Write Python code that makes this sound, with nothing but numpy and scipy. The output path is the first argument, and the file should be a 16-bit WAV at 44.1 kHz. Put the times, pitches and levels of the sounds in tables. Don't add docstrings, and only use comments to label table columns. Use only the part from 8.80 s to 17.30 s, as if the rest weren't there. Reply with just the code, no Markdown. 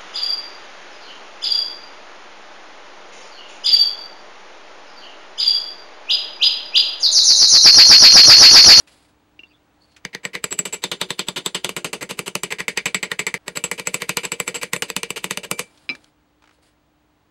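import sys
import numpy as np
from scipy import signal
from scipy.fft import rfft, irfft
from scipy.io import wavfile

SR = 44100
rng = np.random.default_rng(int(sys.argv[2]) if len(sys.argv) > 2 else 0)


def file_out(sig):
    cols = np.atleast_2d(sig).T
    lim = np.clip(cols, -1, 1)
    pcm = np.round(lim * 32767).astype(np.int16)
    wavfile.write(sys.argv[1], SR, pcm)


N = 374850
TIME = np.arange(N) / SR
HIT_SAMPLES = 12288

# frequency_hz, density_db
AIR_SPECTRUM = [(20, -14.5), (60, 1.5), (110, -6.5), (200, -6), (290, -2), (380, -8.5), (850, -7.5),
                (2000, -15.5), (4000, -20.5), (5600, -27), (6200, -26), (6800, -27), (9000, -31.5),
                (16000, -44)]
# time_s, level_db
AIR_LEVELS = [(0, -61.5), (7.28, -60), (7.3, -64), (8.5, -64)]
# pitch_hz, rms_db
HUM_TONES = [(61.5, -76), (102, -77), (150.5, -75), (301.3, -68.5), (15735, -80)]
# frequency_hz, density_db
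RUSTLE_SPECTRUM = [(100, -34), (500, 3), (1200, -4.5), (2500, -3), (5000, -2), (5700, -12), (7500, -7),
                   (10000, -7.5), (13000, -24), (16000, -39)]
# start_s, length_s, level_db, fade_db_per_s
BRUSH_STROKES = [(0, 0.017, -54, 200), (0.081, 0.23, -55, 52), (1.02, 0.11, -68.5, 36),
                 (6.858, 0.43, -61.5, 10), (7.728, .03, -64, 50), (7.827, 0.072, -61.5, 30)]
# start_s, length_s, level_db, from_hz, to_hz
BAR_PUSHES = [(0.64, .05, -63, 3400, 3750), (.65, 0.096, -63, 4500, 4800),
              (0.687, 0.059, -57.5, 2900, 2400), (0.71, .08, -59, 3400, 3530),
              (0.999, 0.069, -53.5, 4330, 4550), (1.04, 0.17, -63, 4440, 4250)]
# start_s, level_db, pitch_hz, t60_s
LIGHT_KNOCKS = [(0.074, -46.5, 2520, 0.1), (1.118, -58, 4180, .08), (1.164, -43.5, 2390, 0.084),
                (1.167, -52, 7700, .06), (6.975, -49.5, 4020, 0.057), (7.095, -34.5, 242, 0.22),
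                (7.151, -31.5, 2320, 0.025), (7.244, -38.5, 3950, 0.011), (7.786, -52, 170, 0.064)]
# start_s, level_db
BAR_TOUCHES = [(.5915, -29), (.594, -52), (.634, -32.5)]
# pitch_hz, level_db, t60_s
HELD_BAR_MODES = [(330, -15.5, 0.044), (2400, -8.5, 0.018), (2860, -4.5, 0.047), (2730, -3, 0.074),
                  (5900, -25, 0.05)]
# start_s, level_db
HAMMER_TOUCHES = [(7.0915, -21.5), (7.0985, -21.5), (7.111, -32)]
# pitch_hz, level_db, t60_s
LYING_HAMMER_MODES = [(264, -13, .11), (1230, -24, .12), (2342, 2, .1), (2480, 0, .05), (2640, -6, .05),
                      (2826, -9, .05), (4027, -3, .045), (5044, -5, .06)]
# centre_hz, width_hz, gain_db
BODY_RESONANCES = [(165, 20, -2.5), (187, 30, 3.5), (228, 25, -3), (262, 25, 1), (300, 25, -3),
                   (365, 50, 2), (470, 45, 4), (535, 30, -4), (590, 35, 4), (645, 60, -2), (720, 90, -5),
                   (885, 50, 3), (1000, 110, 3.5), (1421, 45, 6), (1631, 45, 5), (1903, 90, 5),
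                   (2060, 45, 4), (2216, 45, 2), (2333, 40, 6.5), (2588, 60, 3), (2940, 130, 4.5),
                   (4300, 500, 1.5), (3400, 600, -2.5), (3585, 45, 5), (4742, 35, 7), (5150, 400, -2.5),
                   (5690, 240, -11), (6200, 500, 4), (6900, 200, -7), (7750, 300, 2), (8200, 2600, 4),
                   (10437, 35, 10), (12030, 140, 6), (13000, 2500, -2.5)]
# pitch_hz, level_db, t60_s
BAR_TONES = [(4742, -3, .15), (5950, -11, .22), (7220, -7, .3), (9098, -8, .28), (10850, -19, .18),
             (11630, -13, .24)]
# low_hz, high_hz, tail_t60_s, crack_t60_s, crack_weight_db, level_db
BLOW_BANDS = [(140, 630, 0.15, 0.02, -1.5, -34.5), (694, 1452, 0.094, 0.013, 4.5, -36.5),
              (1700, 6010, 0.11, 0.009, 5.5, -27.5), (7370, 8050, 0.065, 0.0043, 9, -35),
              (5000, 9900, 0.11, 0.0077, 9.5, -36.5), (10660, 14000, .055, 0.0034, 11, -45)]
BAND_GROWTH = [0.68, 1.2, 1.08, 0.92, 1.6, 1.4]
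# start_s, thud_hz, bench_db, firmness_db, head_ring_db, bar_ring_db, best_ring_hz
STRAP_SEATS = [(1.2, 480, -1.5, -3.5, -26, -15, 7410), (1.62, 410, 0, 4, -13.5, -4, 6300),
               (2.0, 370.5, 0, -1.5, -26.5, -4, 6900), (2.87, 375, 1.5, 3, -20, -6.5, 6240),
               (3.68, 432, -1.5, -3, -23, -11.5, 8300), (4.65, 476, 0, 1.5, -15, -6, 9100),
               (5.99, 465, -1, 2.4, -18, -18.5, 9100), (6.68, 485, .5, 5, -8, -11.5, 8000)]
# start_s, strength_db, crack_db, rush_db, ping_db, clack_hz
HAMMER_BLOWS = [(1.2506, -41, 25.5, -7, -15, 2150), (1.3488, -41, 23.5, 8.5, -20, 1890),
                (1.4516, -36.5, 20, 4.5, -1, 1900), (1.5517, -37.5, 17.5, 8.5, -15, 2120),
                (1.6409, -34, 23, -5, 5, 2430), (1.7255, -39.5, 16, 9, 10.5, 2980),
                (1.7898, -35, 20, -4, 14, 2450), (1.853, -38.5, -8.5, -29, 4.5, 2860.0),
                (1.944, -39, 5, 15, 9.5, 2780), (2.0388, -33.5, 17, 1.0, 0.5, 3460),
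                (2.115, -35.0, 1, -30.0, -21, 3420), (2.214, -32, 16.5, -4.5, -6, 3470),
                (2.3048, -35, 18, -0.5, -3, 3520), (2.3927, -33.5, 16.5, -4.5, -0.5, 3280),
                (2.4852, -34.5, 18, 1.5, 0.5, 3450), (2.579, -35.5, -5, 14, -12.5, 3340),
                (2.6609, -32.5, 16.5, -3.5, 3, 3560.0), (2.7464, -34, -1, -31, 0, 3220),
                (2.8454, -32, 18, -8, -2.5, 3380), (2.892, -38, 15.5, -7, -8, 2970),
                (2.9648, -36.5, 7.5, -27, -3, 2780.0), (3.0449, -35.5, 5, -42, -13, 2760),
                (3.1297, -37, -9, -35, -16, 2760), (3.2283, -38.5, 16.5, 13.0, -4, 2090.0),
                (3.31, -38, 15.5, 12, -15, 2800), (3.391, -35.0, 18.5, 1.5, -15.0, 2640),
                (3.479, -38, 16, 12, -2, 3030), (3.5529, -32.5, 20, -17, -14.5, 2700),
                (3.6337, -36, 14.5, -22, 4.5, 2750), (3.7236, -35, 17, 12.5, -5, 2150),
                (3.8038, -36, 16.5, 12, -10, 2060), (3.881, -32, 11, -57, -2.5, 2160),
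                (3.9741, -31, 18.5, -5, -4.5, 2200.0), (4.0567, -31.5, 8.5, -34, 0.0, 2470.0),
                (4.1452, -30.5, 15, -35, 3, 2350), (4.2288, -34.5, 5.5, -30.0, -0.5, 2260),
                (4.3164, -34, 19.5, -1.0, -15, 1830), (4.3923, -33.0, 11, -16, 1.5, 2240),
                (4.4665, -33.0, 11, -42, 2, 2090), (4.541, -34.5, 17.5, -32.5, -7.5, 2020),
                (4.6802, -38.5, 20.5, 1.5, -3, 1570), (4.772, -36.0, 19.5, 10.5, 3.5, 2600),
                (4.8391, -35.0, 9, -34, 9, 2730), (4.914, -34.5, 15, -32, 0.5, 2260),
                (4.9968, -38.5, 17.5, 12, -13, 2530), (5.0714, -33.5, 21, 0.5, 7.5, 2500),
                (5.1428, -33, 15.5, -4.5, 5, 2500), (5.22, -36.0, 17.5, 4.5, -21, 2230),
                (5.293, -32, 18.5, -4.5, -2, 2480), (5.3703, -29.5, 21.5, -9.5, -1.5, 2580),
                (5.4516, -36.0, 17, 11.5, 3.5, 2550), (5.5188, -35.5, 11.5, -18, 5.5, 2600.0),
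                (5.6007, -32, 23.5, -2.5, 3.5, 2160), (5.6778, -35.0, 13.5, -2, 3.5, 2300),
                (5.762, -37.5, 7, 14.5, 5, 2700), (5.8318, -35.5, 16.5, 9, -3.5, 2270.0),
                (5.9332, -30.5, 18, -7, -4, 2020), (5.963, -40.5, 24, -13.5, 1.5, 2520.0),
                (6.0219, -32, 18, -33, -4.5, 2860.0), (6.101, -37.0, 22, 7.5, -5.5, 2500),
                (6.1643, -31.5, 21, -10, -7, 2600), (6.232, -35.5, 18.5, -17, -14.0, 2600),
                (6.3045, -36, 21, -1, -1, 2600.0), (6.379, -38, 4, 18, -23, 2770),
                (6.4424, -34, 18.5, -2.5, -4, 2600), (6.509, -33, 19, -4.5, -8, 2570),
                (6.5733, -36, 21.5, -6, -21, 2700), (6.651, -42.0, 11.5, 19.5, -8.0, 2740.0),
                (6.7128, -30.5, 24, -6.5, -22, 2630), (6.7929, -34.5, 16.5, -1.5, -9, 2560)]


def from_db(db):
    return 10 ** (np.asarray(db) / 20)


def unit_rms(x):
    return x / np.sqrt(np.mean(x ** 2) + 1e-20)


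def add(out, start_s, sound):
    at = round(start_s * SR)
    out[at:at + len(sound)] += sound[:N - at]


def decay(t, t60):
    return (t >= 0) * from_db(-60 * np.maximum(t, 0) / t60)


def band(low_hz, high_hz, order=2):
    return signal.butter(order, [low_hz, high_hz], "band", fs=SR, output="sos")


def resonance(f, hz, width_hz, db):
    detune, damping = hz ** 2 - f ** 2, 1j * f * width_hz
    return (detune + damping * from_db(max(db, 0))) / (detune + damping * from_db(max(-db, 0)))


def coloured_noise(spectrum):
    hz, db = np.transpose(spectrum)
    f = np.maximum(np.fft.rfftfreq(N, 1 / SR), 1)
    colour = from_db(np.interp(np.log(f), np.log(hz), db))
    return unit_rms(irfft(rfft(rng.standard_normal(N)) * colour, N))


def flutter(per_s, depth_db):
    knots = np.arange(0, TIME[-1] + 1, 1 / per_s)
    return from_db(depth_db * np.interp(TIME, knots, rng.standard_normal(len(knots))))


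def room_tone():
    hum = sum(from_db(db) * np.sqrt(2) * np.sin(2 * np.pi * (hz * TIME + rng.random()))
              for hz, db in HUM_TONES)
    air_db = np.interp(TIME, *np.transpose(AIR_LEVELS))
    return hum + from_db(air_db) * coloured_noise(AIR_SPECTRUM)


def cloth_rustle(attack_s=.015, release_t60=.12):
    strokes = 0
    for start_s, length_s, db, fade_db_per_s in BRUSH_STROKES:
        t = TIME - start_s
        attack = np.clip(1 + t / attack_s, 0, 1)
        level = from_db(db - fade_db_per_s * np.clip(t, 0, length_s))
        release = decay(np.maximum(t - length_s, 0), release_t60)
        strokes += attack * level * release
    return strokes * coloured_noise(RUSTLE_SPECTRUM) * flutter(per_s=83, depth_db=2.5)


def bar_slides(width_hz=150):
    out = np.zeros(N)
    lowpass = signal.butter(2, width_hz, fs=SR, output="sos")
    for start_s, length_s, db, from_hz, to_hz in BAR_PUSHES:
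        hz = np.linspace(from_hz, to_hz, round(length_s * SR))
        weave = unit_rms(signal.sosfilt(lowpass, rng.standard_normal(len(hz))))
        whistle = weave * np.sin(2 * np.pi * np.cumsum(hz) / SR)
        add(out, start_s, from_db(db) * np.hanning(len(hz)) * whistle)
    return out


def knocks_and_pencil(pencil_s=7.622, step_s=.0175, pencil_db=-51, pencil_hz=1490, pencil_t60=.048):
    out, t = np.zeros(N), np.arange(HIT_SAMPLES) / SR
    pencil = [(pencil_s + k * step_s, pencil_db + rng.normal(0, 2), pencil_hz, pencil_t60)
              for k in range(6)]
    for start_s, db, hz, t60 in LIGHT_KNOCKS + pencil:
        burst = signal.sosfilt(band(hz / 1.65, hz * 1.3, order=1), rng.standard_normal(HIT_SAMPLES))
        add(out, start_s, from_db(db) * unit_rms(burst) * decay(t, t60))
    return signal.sosfilt(band(159.5, 7900), out + 1e-18)


def tool_set_down(touches, modes, scuff_db, scuff_t60):
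    out, t = np.zeros(N), np.arange(HIT_SAMPLES) / SR
    for start_s, level_db in touches:
        ring = 0
        for hz, db, t60 in modes:
            gain = from_db(db + rng.normal(0, 1))
            ring += gain * np.sin(2 * np.pi * (hz * t + rng.random())) * decay(t, t60)
        scuff = from_db(scuff_db) * rng.standard_normal(HIT_SAMPLES) * decay(t, scuff_t60)
        add(out, start_s, from_db(level_db) * (ring + scuff))
    return signal.sosfilt(band(190, 5400, order=6), out + 1e-18)


def steel_ring(t, bar_db, best_hz, head_db, head_hz=2338, head_t60=.25, loss_db_per_octave=16):
    tones = [(hz, bar_db + db - loss_db_per_octave * abs(np.log2(hz / best_hz)), t60)
             for hz, db, t60 in BAR_TONES]
    tones.append((head_hz, head_db, head_t60))
    return sum(from_db(db + rng.normal(-1, 2.5)) * np.sin(2 * np.pi * hz * t) * decay(t, t60)
               for hz, db, t60 in tones)


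def blow_envelope(t, crack_db, rush_db, tail_t60, crack_t60, echo_s=.0067, rush_s=.019):
    swell_s = .0088 * max(from_db(rush_db), .25)
    swell = np.exp((np.minimum(t, 0) + .0054) / swell_s)
    rush = from_db(rush_db) * swell * (t < 0) * (t > -rush_s)
    crack = from_db(crack_db) * decay(t, crack_t60)
    echo = from_db(11) * decay(t - echo_s, crack_t60)
    tail = from_db(12) * decay(t, tail_t60)
    room = from_db(-17) * decay(t, 1.3 * tail_t60)
    return np.sqrt(rush ** 2 + crack ** 2 + echo ** 2 + (tail + room) ** 2)


def contact_colours(f, thud_hz, clack_hz, crack_db, firm_db, give_hz=68):
    bench_give = from_db(-21.5 + .25 * crack_db) / (1 + 1j * f / give_hz) ** 2
    thud = resonance(f, thud_hz, width_hz=55, db=5)
    clack = resonance(f, clack_hz, width_hz=600, db=11 - .41 * firm_db)
    rivet = resonance(f, 7715, width_hz=70, db=17)
    return [thud, 1, clack, rivet, 1, 1], bench_give


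def hammer_blows(usual_db=-35, hardness_db=6, dull_hz=5500, shared=.45, lead_s=.02, break_s=4.579):
    out, t = np.zeros(N), np.arange(HIT_SAMPLES) / SR - lead_s
    f = np.fft.rfftfreq(HIT_SAMPLES, 1 / SR)
    body = np.prod([resonance(f, *mode) for mode in BODY_RESONANCES], axis=0) / (1 + 1j * f / dull_hz)
    colours = [body * signal.sosfreqz(band(low, high, order=4), f, fs=SR)[1]
               for low, high, *_ in BLOW_BANDS]
    reflections = rng.standard_normal((len(BLOW_BANDS), HIT_SAMPLES))
    for start_s, strength_db, crack_db, rush_db, ping_db, clack_hz in HAMMER_BLOWS:
        seat = [row for row in STRAP_SEATS if row[0] <= start_s][-1]
        _, thud_hz, bench_db, firm_db, head_db, bar_db, best_hz = seat
        levels_db = np.array(BLOW_BANDS)[:, -1] + np.array(BAND_GROWTH) * (strength_db - usual_db)
        levels_db += [bench_db, bench_db, -.41 * firm_db, ping_db, firm_db, firm_db]
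        fresh = rng.standard_normal(reflections.shape)
        grain = np.sqrt(shared) * reflections + np.sqrt(1 - shared) * fresh
        contact, bench_give = contact_colours(f, thud_hz, clack_hz, crack_db, firm_db)
        blow = 0
        for k, (_, _, tail_t60, crack_t60, weight_db, _) in enumerate(BLOW_BANDS):
            envelope = blow_envelope(t, crack_db + weight_db + hardness_db, rush_db, tail_t60, crack_t60)
            response = colours[k] * contact[k] + bench_give * (k == 0)
            part = irfft(rfft(grain[k] * envelope) * response)
            blow += from_db(levels_db[k]) * part / np.std(part[:round(.05 * SR)])
        _, _, clack_db, _, snap_db, _ = levels_db
        blow += steel_ring(t, snap_db + bar_db, best_hz, clack_db + head_db)
        if start_s <= break_s:
            blow *= start_s + t < break_s
        add(out, start_s - lead_s, blow)
    return out


def scene():
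    blows = hammer_blows()
    bar_down = tool_set_down(BAR_TOUCHES, HELD_BAR_MODES, scuff_db=-24, scuff_t60=.13)
    hammer_down = tool_set_down(HAMMER_TOUCHES, LYING_HAMMER_MODES, scuff_db=-18, scuff_t60=.21)
    handling = knocks_and_pencil() + cloth_rustle() + bar_slides()
    return (blows + bar_down + hammer_down + handling + room_tone())[None]


def record(dry, ceiling=.37, cutoff_hz=16200):
    flattened = dry / (1 + (dry / ceiling) ** 4) ** (1 / 4)
    return signal.sosfiltfilt(signal.butter(14, cutoff_hz, fs=SR, output="sos"), flattened)


dry = scene()
out = record(dry)
file_out(out)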